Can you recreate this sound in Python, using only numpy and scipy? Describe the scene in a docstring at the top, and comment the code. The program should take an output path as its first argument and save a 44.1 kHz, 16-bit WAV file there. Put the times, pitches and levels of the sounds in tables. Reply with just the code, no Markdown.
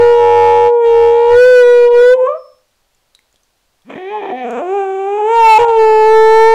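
"""In a living room a dog howls twice, close to a small camera; the first howl is already under way.
Harmonics of the vocal folds pass a throat resonance and the mouth; a second vibration beats against them.
The second howl starts as a hoarse grumble that breaks between registers.
The mouth clicks softly, mostly in the pause, and air whistles in the nose as the first howl ends.
The room answers over steady hiss, and the loud notes overload the camera's input."""
import sys
import numpy as np
from scipy import signal
from scipy.fft import rfft, irfft, next_fast_len
from scipy.io import wavfile
from scipy.ndimage import map_coordinates

SR = 44100
rng = np.random.default_rng(int(sys.argv[2]) if len(sys.argv) > 2 else 0)


def generate_wav(signal):
    """Clip the signal to [-1, 1] and save it as 16-bit WAV at the path in sys.argv[1]."""
    frames = np.transpose(np.atleast_2d(signal))
    scaled = np.clip(frames, -1, 1) * 32767
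    pcm = np.round(scaled).astype(np.int16)
    wavfile.write(sys.argv[1], SR, pcm)


N = 288414  # length in samples


def amp(db):
    """Decibels to amplitude: 20 dB is a factor of ten."""
    return 10 ** (np.asarray(db) / 20)


def along(points, hz):
    """Interpolation of (Hz, value) points on a logarithmic frequency axis."""
    point_hz, value = np.transpose(points)
    return np.interp(np.log(hz + 1), np.log(point_hz + 1), value)


def stretch(rows):
    """Linear interpolation in time: sample indices of a table, a soft-edged gate and a curve per column."""
    edge_s = .006
    s, *columns = np.transpose(rows)
    at = np.arange(max(round(s[0] * SR), 0), min(round(s[-1] * SR) + 200, N))
    # no fade where the sound is cut by the first or the last sample
    from_start = at - at[0] + (at[0] == 0) * SR
    to_end = at[-1] - at + (at[-1] == N - 1) * SR
    gate = np.clip(np.minimum(from_start, to_end) / (edge_s * SR), 0, 1)
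    return at, gate, [np.interp(at / SR, s, column) for column in columns]


def spells(rows, t, edge_s):
    """Superposition of (start, end, amount) spells that fade in and out over edge_s."""
    return sum(amount * np.clip(np.minimum(t - start, end - t) / edge_s, 0, 1)
               for start, end, amount in rows)


def wobble(size, rate):
    """Band-limited randomness: a smooth curve through random knots, rate of them a second."""
    knots = rng.standard_normal(int(size * rate / SR) + 4)
    return map_coordinates(knots, [np.arange(size) * rate / SR])


def filtered(x, response):
    """Linear filtering: the spectrum of x times a response of frequency."""
    m = next_fast_len(N + SR)
    return irfft(rfft(x, m) * response(np.fft.rfftfreq(m, 1 / SR)), m)[..., :N]


def dog():
    """Source and filter: vocal-fold harmonics, the upper ones coloured by the mouth, plus side sounds."""
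    # Voiced stretches between register breaks. Each row: time in seconds, pitch in Hz, level of the three
    # lowest harmonics in dB, throat resonance as a multiple of the pitch, level of the upper harmonics in dB
    # ahead of the mouth's colour.
    held = [(0.0, 475.9, -5, 1.2, -44), (0.2, 473.7, -7, 1.27, -40.5), (0.55, 473, -8.5, 1.27, -41.5),
            (0.67, 477, -9, 1.25, -43), (0.71, 477, -10.5, 1.2, -56), (0.79, 472.3, -9.5, 1.22, -54.5),
            (0.85, 465.9, -7, 1.27, -39), (0.95, 464.3, -7, 1.27, -45), (1.1, 467.7, -6.5, 1.23, -42),
            (1.27, 472.1, -7.5, 1.29, -42.5), (1.35, 482.8, -5.5, 1.28, -46), (1.42, 497.2, 1.5, 0.97, -41),
            (1.49, 504.5, 1, 0.93, -42), (1.56, 497.7, 2.5, 1.04, -45), (1.65, 486.3, -4, 1.25, -42.5),
            (1.85, 481.7, -6, 1.3, -44.5), (1.9, 479.7, -10.5, 1.33, -58), (1.98, 482.5, -5, 1.28, -42.5),
            (2.07, 493.4, -2, 1.13, -44), (2.13, 505.4, 0, 0.95, -41), (2.15, 508.2, -5, 0.95, -45),
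            (2.175, 521.2, -20.5, 1.05, -60), (2.2, 508.1, -17, 1.25, -52), (2.24, 508.8, -8, 1.13, -50.5),
            (2.27, 520.7, -15, 1.4, -44)]
    flick = [(2.265, 511, -11.5, 2.05, -53.5), (2.295, 587, -14.5, 1.5, -48.5),
             (2.334, 597, -19, 1.72, -58), (2.356, 640, -20, 1.5, -70), (2.38, 657, -37, 1.9, -75)]
    grumble = [(3.845, 150, -54, 1.15, -84), (3.891, 270, -34.5, 1.3, -63),
               (3.902, 301.8, -32.5, 1.68, -48.5), (3.969, 328.9, -27, 1.56, -49.5),
               (3.99, 367, -28.5, 1.5, -47), (4.05, 376, -24.5, 1.38, -45), (4.101, 411.2, -25, 1.42, -42),
               (4.155, 429, -18, 1.88, -42.5), (4.202, 415.2, -24, 1.52, -45),
               (4.231, 394.3, -23, 1.63, -45), (4.325, 372, -22.5, 1.58, -46)]
    low_register = [(4.32, 244.4, -17.5, 2.8, -53), (4.391, 260, -27, 4.4, -42),
                    (4.445, 242, -19, 2.65, -46.5), (4.5, 231.2, -21.5, 2.6, -50),
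                    (4.591, 247.8, -19.5, 2.38, -45), (4.62, 312, -19.5, 2.15, -53)]
    rise = [(4.615, 346.8, -17.5, 1.9, -52), (4.652, 350, -21, 1.57, -52), (4.701, 379, -16.5, 1.4, -47),
            (4.751, 404.3, -14, 1.54, -47), (4.8, 397, -14.5, 1.55, -44.5), (4.87, 385, -18, 1.58, -48.5),
            (4.96, 384, -19.5, 1.43, -48.5), (5.049, 391, -16.5, 1.58, -48),
            (5.15, 411.6, -15.5, 1.49, -46), (5.21, 419.3, -14, 1.68, -46),
            (5.25, 426.1, -12.5, 1.45, -44.5), (5.318, 461, -9.5, 1.6, -36), (5.37, 462.8, -7, 1.86, -34.5),
            (5.45, 449.9, -2, 1.87, -40), (5.56, 432.5, 0, 1.98, -43.5), (5.582, 433.7, -0.5, 1.98, -42.5)]
    last = [(5.585, 490, -10, 1.5, -30), (5.61, 475.5, -7, 1.46, -33), (5.65, 467.3, -9, 1.58, -46),
            (5.74, 452.2, -8.5, 1.56, -42), (5.78, 444, -5.5, 1.4, -43), (5.87, 438.3, -4.5, 1.47, -43.5),
            (6.03, 433.5, -3, 1.49, -45), (6.12, 439.9, -2, 1.42, -43), (6.3, 441.4, -2.5, 1.474, -40.5),
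            (6.54, 450.7, -2, 1.6, -42)]
    # Colour of the upper harmonics, lips nearly shut and mouth open. Each row: frequency in Hz, gain in dB.
    shut_shape = [(700, 5.5), (1100, -1.5), (1400, -16), (1850, 8.5), (2100, -4.5), (2420, 6.5),
                  (2750, -12.5), (3200, -2.5), (3900, -18), (4600, -35), (6400, -29), (7500, -52),
                  (11000, -75)]
    open_shape = [(700, 6.5), (1000, 15.5), (1500, 11), (1950, -6.5), (2450, 6.5), (2900, -4), (3600, -14),
                  (4500, -38.5), (6300, -16), (7600, -14), (9300, -34), (10500, -71.5)]

    def coloured(buzz, shape):
        # the lowest frequencies, under 330 Hz, are cut as well
        return filtered(buzz, lambda hz: amp(along(shape, hz)) / (1 + (330 / (hz + 1)) ** 6))

    second = second_vibration()
    stretches = (held, flick, grumble, low_register, rise, last)
    low, buzz = sum(voice(rows, second) for rows in stretches)
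    opening = opening_at(np.arange(N) / SR)
    upper = (1 - opening) * coloured(buzz, shut_shape) + opening * coloured(buzz, open_shape)
    return low + second.imag + upper + whistle()


def voice(rows, second):
    """Quasi-periodic oscillation of the vocal folds: the three lowest harmonics, and the buzz above them."""
    # Hoarseness, which adds up. Each row: start in seconds, end in seconds, added roughness from 0 to 1.
    hoarse = [(1.91, 2.06, 0.03), (3.88, 3.995, .65), (3.98, 4.65, 0.04), (4.2, 4.33, .38),
              (4.56, 4.64, .07), (4.63, 5.33, .02), (5.16, 5.24, .045), (5.575, 5.655, .06),
              (5.64, 6.15, 0.01), (2.16, 2.4, 0.04)]
    # Every second cycle differs, heard at half the pitch. Each row: start and end in seconds, share 0 to 1.
    alternate = [(2.152, 2.214, 0.05), (4.103, 4.325, .18)]
    # The pitch shakes. Each row: start in seconds, end in seconds, depth as a share of the pitch.
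    quaver = [(4.43, 4.62, .053)]
    quaver_hz, quaver_low_s = 23.6, 4.497  # rate of the shake and a moment at its lowest
    clear_rough = .008  # roughness of the clear voice, 0-1

    at, gate, (hz, low_db, peak, upper_db) = stretch(rows)
    t, size_n = at / SR, len(at)
    rough = np.clip(clear_rough + spells(hoarse, t, .02), 0, 1)
    half = spells(alternate, t, .0063)
    shake = spells(quaver, t, .025) * np.cos(2 * np.pi * quaver_hz * (t - quaver_low_s))

    # roughness scatters the length of the cycles, then their size
    jitter = .25 * rough * wobble(size_n, 200)
    turn = 2 * np.pi * np.cumsum(hz * (1 - shake + jitter)) / SR
    # the second harmonic and the second vibration drift in and out of step
    beat = np.exp(2j * turn) * np.conj(second[at])
    shimmer = 0.61 * rough * wobble(size_n, 260)
    size = 1 + 0.36 * beat.real + half * np.cos(turn / 2) + shimmer
    turn = turn + .3 * beat.imag + .45 * half * np.sin(turn / 2)

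    one, two, three = amp(low_db) * throat(hz, peak, opening_at(t))
    low = one * np.sin(turn) + two * np.cos(2 * turn + .6) - three * np.sin(3 * turn)
    buzz = sum(amp(1.5 * wobble(size_n, 9)) * np.cos(k * turn + k * k) for k in range(4, 36))
    # air puffs once a cycle
    breath = (2.6 * np.sqrt(rough) + 4 * rough) * rng.standard_normal(size_n)
    buzz += breath * (1 + np.cos(turn))

    sound = np.zeros((2, N))
    hum = 0.0042 * beat.real  # the beat itself is heard as a low hum
    sound[0, at] = gate * (np.sqrt(2) * size * low + hum)
    sound[1, at] = gate * np.sqrt(2) * size * amp(upper_db) * buzz
    return sound


def throat(hz, peak, opening):
    """Resonance and absorption: sizes of the three lowest harmonics, scaled to a total power of 1."""
    slope_db, damping = -.5, .2  # fall of the source per harmonic; resonance width over its frequency
    nose_hz, nose_width_hz, nose_db = 1289, 61, -9.5  # a side cavity swallows harmonics near this frequency
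    lips_hz, lips_width_hz, lips_db = 1840, 200, -48  # shut lips muffle harmonics near this frequency
    k = np.arange(1, 4)[:, None]

    def dip(centre_hz, width_hz):
        return 1 / (1 + ((k * hz - centre_hz) / width_hz) ** 2)

    nose_loss_db = nose_db * dip(nose_hz, nose_width_hz)
    lips_loss_db = (1 - opening) * lips_db * dip(lips_hz, lips_width_hz)
    source = amp(slope_db * k + nose_loss_db + lips_loss_db)
    size = source / np.abs(1 - (k / peak) ** 2 + 1j * damping * k / peak)
    return size / np.linalg.norm(size, axis=0)


def opening_at(t):
    """Articulation: how far the mouth is open, 0-1, which sets the filter of the voice."""
    # Each row: time in seconds, opening from 0 to 1.
    mouth_opening = [(0, .35), (2.1, .45), (2.2, .7), (2.26, .7), (2.29, 0.47), (3.85, 0.35), (4.02, 0),
                     (4.42, 0), (4.5, 0.74), (4.7, 0.88)]
    return np.clip(np.interp(t, *np.transpose(mouth_opening)), 0, 1)


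def second_vibration():
    """A second oscillator in the larynx as a rotating phasor, whose angle is the integral of frequency."""
    # One table per spell, a little under the second harmonic of the voice.
    # Each row: time in seconds, frequency in Hz, level in dB.
    second_spells = [
        [(0, 858, -16.5), (.13, 860, -23), (.24, 856, -14), (.44, 854.5, -11), (.67, 856, -14), (.72, 853, -29),
         (.8, 849, -32.5), (.94, 844, -22), (1.05, 844.5, -17), (1.2, 856, -20), (1.35, 880, -18.5),
         (1.39, 887, -34), (1.52, 897, -36), (1.58, 896, -50)],
        [(2.165, 900, -40.5), (2.195, 897, -24), (2.225, 904, -41.5)],
        [(5.585, 850, -22), (5.62, 835, -16.5), (5.72, 806, -27), (5.78, 794, -38), (6.0, 775, -40.5),
         (6.1, 775, -55)],
    ]
    out = np.zeros(N, complex)
    for rows in second_spells:
        at, gate, (hz, db) = stretch(rows)
        hz = hz + 3 * wobble(len(at), 40)
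        out[at] = gate * np.sqrt(2) * amp(db) * np.exp(2j * np.pi * np.cumsum(hz) / SR)
    return out


def whistle():
    """Air whistling in the nose as the howl ends: nearly a pure tone, of unsteady amplitude."""
    # Each row: time in seconds, frequency in Hz, mean level in dB.
    nose_tone = [(2.35, 5305, -72), (2.39, 5300, -58), (2.55, 5295, -63), (2.62, 5310, -76)]
    out = np.zeros(N)
    at, gate, (hz, db) = stretch(nose_tone)
    size = np.sqrt(2) * amp(db + 1.5 * wobble(len(at), 43))
    out[at] = gate * size * np.sin(2 * np.pi * np.cumsum(hz) / SR)
    return out


def mouth():
    """Damped cavity resonance: each click is a few cycles of a small wet cavity and a short crackle."""
    # Each row: start in seconds, nominal level in dB, frequency of the cavity in Hz.
    clicks = [(3.1497, -30, 3890), (3.191, -40, 2120), (3.3271, -46.5, 6880), (3.3425, -46, 601),
              (3.3593, -44.5, 3380), (3.4338, -46.5, 6170), (3.8202, -48.5, 3400), (2.948, -48, 7200),
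              (4.508, -30, 6600)]
    ring_t60, crackle_t60 = 0.012, .02  # seconds to fall by 60 dB
    out, t = np.zeros(N + SR), np.arange(1500) / SR
    for s, db, hz in clicks:
        ring = 0.74 * amp(-60 * t / ring_t60) * np.sin(2 * np.pi * hz * t)
        crackle = .5 * amp(-60 * t / crackle_t60) * np.diff(rng.standard_normal(len(t) + 1))
        out[round(s * SR):][:len(t)] += amp(db + 1) * (ring + crackle)
    return filtered(out[:N], lambda hz: 1 / (1 + (hz / 9500) ** 6))


def room(x):
    """Reverberation: convolution with noise that decays exponentially, at a rate set by frequency."""
    # Each row: frequency in Hz, reverberation time to -60 dB in seconds, gain in dB.
    bands = [(200, 0.19, -20), (533.4, 0.46, -13), (640, 0.37, -14), (1020, .4, -13.5), (1360, 0.43, -18),
             (3986, 0.32, -9.5), (10000, 0.098, -21.5)]
    band_hz, t60, db = np.transpose(bands)
    hz, t, z = signal.stft(rng.standard_normal(SR), SR, nperseg=512)
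    fade = amp(-60 * t / along(np.c_[band_hz, t60], hz)[:, None])
    tail = signal.istft(z * fade, SR, nperseg=512)[1]
    delayed = np.pad(x, (300, 0))  # samples before the answer sets in
    wet = signal.fftconvolve(delayed, tail / np.linalg.norm(tail))[:N]
    return filtered(wet, lambda f: amp(along(np.c_[band_hz, db], f)))


def hiss():
    """Stationary noise of a shaped spectrum: room tone and microphone hiss."""
    # Each row: frequency in Hz, relative spectral density in dB.
    spectrum = [(5, 4), (30, -1), (100, -9), (150, -13), (330, -14.5), (600, -11), (1900, -17),
                (4600, -17.5), (15500, -28)]
    level_db = -62  # rms
    x = filtered(rng.standard_normal(N), lambda hz: amp(along(spectrum, hz)))
    return amp(level_db) * x / np.std(x)


def scene():
    """Superposition: direct sound of the dog, the room's answer and the background."""
    near = dog() + mouth()
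    return (near + room(near) + hiss())[None]


def record(dry):
    """Saturation and band limit: the input cuts loud peaks off flat and keeps nothing above its top."""
    ceiling, hardness = .71, 40.0  # amplitude of the cut; sharpness of its corner
    top_hz = 15700
    flat = dry / (1 + np.abs(dry / ceiling) ** hardness) ** (1 / hardness)
    return filtered(flat, lambda hz: hz < top_hz)


dry = scene()
out = record(dry)
generate_wav(out)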